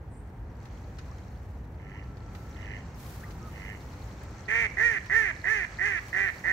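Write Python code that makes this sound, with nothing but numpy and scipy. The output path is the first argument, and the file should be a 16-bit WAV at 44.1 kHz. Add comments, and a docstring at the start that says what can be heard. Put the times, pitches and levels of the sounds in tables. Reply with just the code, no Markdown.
"""Dusk at a half-frozen pond

Heard from the shore, a duck gives three soft rattling rasps, then seven loud, harsh quacks: air pulses
ringing its throat. Other waterfowl dabble and peck; farther off they peep, and a small bird chirps once.
Distant traffic rumbles with a faint whine, a sleeve brushes the microphone, the banks answer faintly."""
import sys
import numpy as np
from scipy import signal
from scipy.fft import rfft, irfft, next_fast_len
from scipy.io import wavfile
from scipy.ndimage import uniform_filter1d, map_coordinates

SR = 44100
rng = np.random.default_rng(int(sys.argv[2]) if len(sys.argv) > 2 else 0)


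def transcribe(u):
    """Save the signal u as a 16-bit wav file named by the first command-line argument.

    u: samples, shape (n,) or (channels, n), limited to [-1, 1]; the rate is SR.
    q: integer samples, one column per channel.
    """
    v = np.clip(np.atleast_2d(u).T, -1, 1)
    q = np.round(v * 32767).astype(np.int16)
    wavfile.write(sys.argv[1], SR, q)


N = 287532

# Background across the microphone pair. Each row: frequency in Hz, left-right correlation.
STEREO_LIKENESS = [(60, 0.99), (130, 0.99), (290, 0.97), (640, 0.81), (1410, 0.35), (3100, 0.13),
                   (6820, 0.077), (15000, 0.18)]
# Distant roads. Each row: time in seconds, rumble level in dB, relative level of the town's wash in dB.
TRAFFIC_LEVELS = [(0, -41.5, -53.5), (.9, -42, -51.5), (1.7, -42, -52.5), (2.7, -40.5, -50.5),
                  (4.3, -42, -51), (5.6, -46, -56), (6.52, -45.5, -53)]
# Noise colours. 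Each row: frequency in Hz, relative spectral density in dB.
RUMBLE_SPECTRUM = [(13, -57), (22, -32.5), (29, -40), (37, -29.5), (48, 0), (64, -2), (109, -3.5),
                   (139, -9.5), (303, -24), (376, -33), (400, -28.5), (520, -28), (880, -120)]
TOWN_SPECTRUM = [(120, -11.5), (200, -5.5), (377, -9.5), (637, -14), (759, -12.5), (868, -12.5),
                 (1080, -18.5), (1850, -22.5), (5000, -50.5), (6500, -111.5), (11000, -120)]
DABBLE_SPECTRUM = [(710, -3.5), (1200, -1.5), (1370, -2.5), (1980, -4.5), (2160, -4.5), (3530, -18),
                   (4280, -12), (5090, -17), (5770, -11.5), (8160, -19.5), (9340, -36.5), (12000, -41),
                   (15600, -69), (22000, -120)]
SLEEVE_SPECTRUM = [(1500, -1), (4000, -6), (7000, -6), (9500, -10), (12500, -6), (15500, -7.5)]
BILL_HISS_SPECTRUM = [(1500, -6), (2700, -5), (3500, -7), (4300, 5), (5000, 2.5), (6100, 11), (7200, 2),
                      (8400, -8.5), (9400, -1.5), (10500, -9.5), (12500, -8.5), (15500, -15.5)]
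# Dabbling, and the hiss under the sleeve. Each row: time in seconds, relative level in dB.
DABBLE_LEVELS = [(.4, -83.5), (.65, -72), (1.15, -70.5), (1.7, -81), (2.5, -68.5), (3.1, -68), (6.5, -62)]
HISS_LEVELS = [(0, -89), (2.1, -87.5), (6.5, -82.5)]
# Far birds. Each row: start and length in seconds, first, middle and last pitch in Hz, relative dB.
FAR_CALLS = [(.09, .15, 9400, 8650, 9300, -71), (.09, .15, 8300, 7600, 8400, -75),
             (1.08, .06, 950, 1080, 1350, -55), (1.93, .06, 820, 950, 1200, -57),
             (3.03, .08, 980, 1080, 1020, -57), (3.225, .025, 1300, 1750, 2200, -48),
             (3.23, .09, 1170, 1190, 1090, -56), (3.39, .13, 1160, 1280, 1090, -54.5),
             (4.08, .04, 1120, 1080, 1030, -55)]
# Sleeve strokes and spells of traffic whine. Each row: start and length in seconds, relative dB.
SLEEVE_STROKES = [(0.54, 0.96, -87), (2.294, 0.11, -77.5), (2.936, 0.19, -66.5), (3.415, 0.65, -80),
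                  (5.95, 0.61, -75.5)]
WHINE_SPELLS = [(1.803, 0.87, -61.5), (3.1, .6, -64.5), (4.2, 0.34, -61)]
# Bills on ice and water. Each row: start in seconds, relative level in dB, crisp edge against that in dB.
PECKS = [(0.655, -48, -12), (.986, -40, -29), (2.17, -52, -19), (2.3495, -42, -23), (3.307, -44.5, -15),
         (3.5024, -58, 1), (3.935, -47.5, -22), (4.236, -62, 12.5), (5.06, -41.5, -13), (6.0832, -47, 1)]
# Resonances of a peck and of the duck's throat. Each row: frequency in Hz, gain in dB.
PECK_BODY = [(300, -27.5), (1400, 8.5), (3000, -2.5), (4400, -2), (6500, -7.5), (9000, -19.5),
             (15000, -27.5)]
RASPING_THROAT = [(900, -21), (1450, -11), (1750, 8.5), (2150, 9), (2500, -1.5), (2900, 4), (3600, -31),
                  (6000, -17), (9000, -53)]
QUACKING_THROAT = [(250, -58.5), (450, -47), (680, -25.5), (850, -40), (1080, -21), (1400, -19.5),
                   (1650, -15.5), (1900, -1.5), (2120, -3), (2400, -16), (2900, -27), (3600, -41),
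                   (6000, -54), (12000, -64)]
# The duck's rasps. Each row: start and length in seconds, relative level at the end in dB.
RASP_CALLS = [(1.763, .21, -58), (2.536, 0.2, -51.5), (3.507, 0.19, -51)]
# The duck at the microphone's two ports. Each row: frequency in Hz, left over right in dB.
PORT_BALANCE = [(500, 0), (800, -0.5), (1200, 6), (1700, -9), (2150, -8), (2700, -3.5), (4200, 1),
                (15000, -2)]
# Its earlier arrival on the left. Each row: frequency in Hz, lead in seconds.
LEFT_LEAD = [(860, 0.00026), (1400, 0.00064), (2600, 0.000553), (6000, 0.000504)]
# The quacks. Each row: start, length and time to the top of the pitch arch in seconds; first, top and
# last pitch in Hz; flatness of the arch; relative level and fade after the top in dB; clearness at
# the top and weakening of every second pulse, both 0-1; throat resonance in Hz.
QUACK_CALLS = [(4.48, 0.19, 0.11, 392.5, 462.8, 399.2, 2.71, -28.5, 1, 0.3, 0.78, 1927),
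               (4.768, 0.22, 0.095, 348.1, 470.8, 314.1, 2.37, -26.5, 7.5, 0.67, 0.42, 1843),
               (5.095, .223, .081, 320.8, 457.5, 301.8, 1.65, -26.5, 6.5, 0.64, 0, 1837),
               (5.436, 0.22, .08, 287.2, 445.3, 321.5, 1.4, -28.5, 6, 0.48, 0, 1848),
               (5.784, .212, .085, 317, 420.3, 312, 1.35, -29.5, 4.5, 0.02, 0, 1848),
               (6.125, 0.18, 0.1, 330.9, 393.7, 295.1, 2.46, -29.5, 3, .1, 0.58, 1846),
               (6.437, 0.22, 0.098, 254.2, 388, 329.4, 2.58, -29, 1, 0.5, 0.9, 1810)]
# How strongly a quack's clean low harmonics radiate. Each row: frequency in Hz, gain in dB.
LOW_HARMONICS = [(300, -51.5), (390, -43.5), (460, -41), (600, -42), (780, -41.5), (930, -40.5),
                 (1150, -48), (1400, -53.5)]
# Echo from the wooded banks. Each row: frequency in Hz, time to fall 60 dB in seconds.
BANK_DECAY = [(300, 0.53), (2000, 0.52), (10000, 1)]


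def amp(db):
    """Decibels to gain."""
    return 10 ** (np.asarray(db) / 20)


def unit(x):
    """Scale to rms 1."""
    return x / np.sqrt(np.mean(x ** 2) + 1e-20)


def along(points, hz):
    """Read (Hz, value) points on a log frequency axis."""
    f, v = np.transpose(points)
    return np.interp(np.log(hz + 1), np.log(f + 1), v)


def curves(rows):
    """One value per sample for each column after the time."""
    s, *cols = np.transpose(rows)
    return [np.interp(np.arange(N) / SR, s, c) for c in cols]


def wobble(rate):
    """A smooth random curve, rate knots a second."""
    return map_coordinates(rng.standard_normal(int(N * rate / SR) + 4), [np.arange(N) * rate / SR])


def gate(t, length_s, attack_s, release_s):
    """Rise from t = 0, hold until length_s, then fall to silence."""
    return np.clip(t / attack_s, 0, 1) * np.clip(1 - (t - length_s) / release_s, 0, 1)


def filtered(x, response):
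    """x through a complex frequency response."""
    m = next_fast_len(N + SR // 2)
    return irfft(rfft(x, m) * response(np.fft.rfftfreq(m, 1 / SR)), m)[..., :N]


def ring(x, points, size=2048):
    """x through a minimum-phase body with this (Hz, dB) response."""
    cepstrum = irfft(np.log(amp(along(points, np.fft.rfftfreq(size, 1 / SR)))))
    cepstrum[1:size // 2] *= 2
    cepstrum[size // 2 + 1:] = 0
    impulse = irfft(np.exp(rfft(cepstrum)))
    return np.apply_along_axis(signal.oaconvolve, -1, x, impulse)[..., :N]


def steady(x, size=1100):
    """Hold the short-term rms at 1."""
    return x / np.sqrt(np.abs(uniform_filter1d(uniform_filter1d(x ** 2, size), size)) + 1e-12)


def pulses(at, sizes):
    """Impulses at fractional sample positions."""
    at = np.clip(at, 0, N - 2)
    whole = at.astype(int)
    part = at - whole
    return np.bincount(whole, sizes * (1 - part), N) + np.bincount(whole + 1, sizes * part, N)


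def cycles(rate_hz):
    """Sample positions at which each new cycle starts."""
    turns = np.cumsum(rate_hz) / SR
    return np.interp(np.arange(1, int(turns[-1])), turns, np.arange(N))


def rush(spectrum):
    """Stereo noise of rms 1, centred in the bass and wide in the treble."""
    def mid_and_side(hz):
        angle = np.arccos(np.clip(along(STEREO_LIKENESS, hz), -1, 1)) / 2
        return amp(along(spectrum, hz)) * [np.cos(angle), np.sin(angle)]
    mid, side = filtered(rng.standard_normal((2, N)), mid_and_side)
    return unit(np.array([mid + side, mid - side]))


def traffic():
    """Roads in the distance: a low rumble, the town's soft wash, a wavering whine that comes and goes."""
    rumble_db, town_db = curves(TRAFFIC_LEVELS)
    t = np.arange(N) / SR
    spells = sum(amp(db) * gate(t - s, length, .051, .051) for s, length, db in WHINE_SPELLS)
    whine_hz = 1338 * (1 + .0034 * wobble(25.5))
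    whine = np.sin(2 * np.pi * np.cumsum(whine_hz) / SR) * spells * amp(.57 * wobble(14))
    rumble = amp(rumble_db + .2 * wobble(5.14)) * rush(RUMBLE_SPECTRUM)
    town = amp(town_db + 1 + .24 * wobble(5.4)) * rush(TOWN_SPECTRUM)
    return rumble + town + whine


def droplets(count):
    """Tiny bubbles at random moments, each ringing for a few cycles; rms 1."""
    when, pitch, size, pan = rng.random((count, 4)).T[..., None]
    t = np.arange(160) / SR
    hz = 3200 * 2.5 ** pitch
    age = t * hz / 1.8
    bubbles = amp(14 * size ** 5) * age * np.exp(-age) * np.sin(2 * np.pi * hz * t)
    where = ((when * N).astype(int) + np.arange(len(t))).ravel()
    sides = [np.bincount(where, (bubbles * np.sqrt(share)).ravel(), N)[:N] for share in (pan, 1 - pan)]
    return unit(np.array(sides))


def dabbling():
    """Birds dabble nearby at the edge of the ice: a fine, wet fizz of noise and bubbles."""
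    fizz = unit(ring(droplets(count=2000), DABBLE_SPECTRUM))
    water = unit(rush(DABBLE_SPECTRUM) + .25 * fizz) * amp(1.1 * wobble(22))
    return amp(curves(DABBLE_LEVELS)[0] + 11.5) * water


def peeps():
    """Farther off, a high chirp and lower peeps: thin, fluttering whistles bent through three pitches."""
    out = np.zeros(N)
    for s, length, start_hz, middle_hz, end_hz, db in FAR_CALLS:
        u = np.linspace(0, 1, int(length * SR))
        waver = 1 + .016 * wobble(500)[:len(u)]
        flutter = amp(4 * wobble(200)[:len(u)])
        hz = np.polyval(np.polyfit([0, .5, 1], [start_hz, middle_hz, end_hz], 2), u) * waver
        whistle = np.sin(2 * np.pi * np.cumsum(hz) / SR)
        out[int(s * SR):][:len(u)] += amp(db) * unit(flutter * np.sin(np.pi * u) * whistle)
    return out


def sleeve():
    """Cloth rubs right at the microphone in soft strokes, over a faint hiss."""
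    attack_s, decay_db_per_s = .071, 47.5
    t = np.arange(N) / SR
    strokes = np.zeros(N)
    for s, length, db in SLEEVE_STROKES:
        fade_db = decay_db_per_s * np.maximum(t - s - length, 0)
        strokes += amp(db - fade_db) * np.clip((t - s) / attack_s, 0, 1)
    hiss = amp(curves(HISS_LEVELS)[0])
    return rush(SLEEVE_SPECTRUM) * amp(14 + 1.5 * wobble(120)) * np.hypot(strokes, hiss)


def pecks():
    """Bills strike ice and water: a dull crackle with a shorter, crisp edge."""
    dull, crisp = np.zeros((2, 2, N))
    t = np.arange(SR // 20) / SR
    for s, db, bright_db in PECKS:
        burst = amp(db - 60 * t / .076) * rng.standard_normal((2, len(t)))
        dull[:, int(s * SR):][:, :len(t)] += burst
        crisp[:, int(s * SR):][:, :len(t)] += burst * amp(bright_db - 60 * t / .012)
    return amp(1) * ring(dull, PECK_BODY) + amp(1.5) * crisp


def air_puffs(beats, decay_s):
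    """The airflow after each pulse: a short puff that dies away."""
    return signal.lfilter([1], [1, -np.exp(-1 / (decay_s * SR))], beats)


def from_left(x):
    """A call reaches the microphone's left port first, and each port colours it differently."""
    sides = np.array([[.5], [-.5]])
    return filtered(x, lambda hz: amp(sides * along(PORT_BALANCE, hz))
                    * np.exp(2j * np.pi * hz * along(LEFT_LEAD, hz) * sides))


def rasps():
    """The duck rattles softly: slow throat pulses with puffs of air, growing louder, then breaking off."""
    rate_hz, swell_db = 101, 12
    at = cycles(rate_hz * (1 + .035 * wobble(25)))
    beats = pulses(at, amp(1.9 * rng.standard_normal(N)[at.astype(int)]))
    air = air_puffs(beats, decay_s=.003) * rng.standard_normal(N)
    voice = .5 * unit(ring(beats, RASPING_THROAT)) + unit(ring(air, RASPING_THROAT))
    effort = np.zeros(N)
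    for s, length, db in RASP_CALLS:
        t = np.arange(N) / SR - s
        level_db = db - swell_db * np.clip(1 - t / length, 0, 1)
        effort += amp(level_db) * gate(t, length, attack_s=.032, release_s=.095)
    return from_left(amp(6) * effort * steady(voice))


def quack_controls():
    """Each quack arches in pitch: it starts ragged, swells, may ring clear at the top, then fades."""
    swell_s, swell_db, release_s = .039, 9, .0052
    ragged_s, onset_rough, onset_split, body_rough = .055, .67, .71, .45
    clear_s, clear_db = .023, 2.5
    bill_opens_s, bill_rise_hz = .071, 133
    controls = np.zeros((5, N))
    controls[0] = QUACK_CALLS[0][3]  # pitch rests here until the first quack
    for (s, length, top_s, start_hz, top_hz, end_hz, flatness,
         db, fade_db, clearness, pairing, throat_hz) in QUACK_CALLS:
        first = int(s * SR)
        t = np.arange(N - first) / SR
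        rise, fall = np.clip(1 - t / top_s, 0, 1), np.clip((t - top_s) / (length - top_s), 0, 1)
        pitch_hz = top_hz - (top_hz - start_hz) * rise ** flatness - (top_hz - end_hz) * fall ** flatness
        ragged = np.exp(-(t / ragged_s) ** 2)
        clear = clearness * np.exp(-((t - top_s) / clear_s) ** 2)
        rough = (body_rough + (onset_rough - body_rough) * ragged) * (1 - clear)
        split = (pairing + (onset_split - pairing) * ragged) * (1 - clear)
        level_db = db - swell_db * np.clip(1 - t / swell_s, 0, 1) + clear_db * clear
        level_db -= fade_db * np.sin(fall * np.pi / 2)
        level_db -= .5 * np.exp(-((t - length) / .011) ** 2)  # a slight dip as it stops
        effort = amp(level_db) * gate(t, length - release_s, .0045, release_s)
        resonance_hz = throat_hz - bill_rise_hz * np.exp(-t / bill_opens_s)
        controls[:, first:] = pitch_hz, rough, split, resonance_hz, effort
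    return controls


def throat(x, resonance_hz):
    """The throat blends from a lower resonance to a higher one as the bill opens."""
    shut_hz, open_hz = 1750, 1990
    opening = np.clip((resonance_hz - shut_hz) / (open_hz - shut_hz), 0, 1)
    tuned = lambda hz: ring(x, np.array(QUACKING_THROAT) * [2 * hz / (shut_hz + open_hz), 1])
    return (1 - opening) * tuned(shut_hz) + opening * tuned(open_hz)


def quacks():
    """The duck, loud and near: syrinx pulses ring its throat, pairing up and turning ragged."""
    jitter_s, scatter_db, flutter_db = .00012, 3.5, 1.2  # at full roughness
    pitch_hz, rough, split, resonance_hz, effort = quack_controls()
    effort = effort * amp(flutter_db * rough * wobble(70))
    pitch_hz = pitch_hz * (1 + .013 * rough * wobble(150))
    at = cycles(pitch_hz)
    now = at.astype(int)
    late, strong = rng.standard_normal((len(at), 2)).T
    sizes = (1 - split[now] * (np.arange(len(at)) % 2)) * amp(scatter_db * rough[now] * strong)
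    beats = pulses(at + SR * jitter_s * rough[now] * late, sizes)
    puffs = unit(air_puffs(beats, decay_s=.0015))
    air = throat(puffs * rng.standard_normal(N), resonance_hz)
    voice = steady(steady(throat(beats, resonance_hz)) + .9 * rough * steady(air), size=500)
    flow = np.abs(effort / amp(-17)) ** .5
    phase = 2 * np.pi * np.cumsum(pitch_hz) / SR
    # paired pulses add a line halfway between the first two harmonics
    lines = [(1, 1), (1.5, .7 * split ** 2), (2, 1), (3, 1)]
    hum = sum(share * amp(along(LOW_HARMONICS, k * pitch_hz)) * np.sin(k * phase) for k, share in lines)
    hum = np.sqrt(2) * hum * flow * amp(1.06 * wobble(70))
    # air hisses through the bill, most at the top of the pitch arch
    hiss = unit(ring(puffs * rng.standard_normal((2, N)), BILL_HISS_SPECTRUM))
    hiss *= flow * (pitch_hz / 440) ** 2.2
    return from_left(amp(2) * effort * voice + hum) + amp(-46) * hiss


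def banks(x):
    """Ice and shore scatter a sound at once; the wooded banks add a faint tail."""
    hz, t, spectra = signal.stft(rng.standard_normal((2, SR * 3 // 4)), SR, nperseg=256)
    decay = amp(-60 * t / along(BANK_DECAY, hz)[:, None])
    tail = signal.istft(spectra * decay, SR, nperseg=256)[1]
    t = np.arange(tail.shape[1]) / SR
    early = rng.standard_normal(tail.shape) * amp(-60 * t / .025) * (t > .001)
    echo = amp(-11) * early / np.linalg.norm(early[0]) + amp(-9.5) * tail / np.linalg.norm(tail[0])
    return signal.fftconvolve(x, echo, axes=1)[:, :N]


def scene():
    """The pond from the shore, over the evening's background; the far birds carry more echo."""
    near = quacks() + rasps() + pecks()
    far = peeps()
    return near + amp(-3) * far + banks(near + amp(2) * far) + traffic() + dabbling() + sleeve()


def record(dry):
    """The camera's microphone channel keeps nothing above its band limit."""
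    top_hz = 15750
    return filtered(dry, lambda hz: hz < top_hz)


dry = scene()
out = record(dry)
transcribe(out)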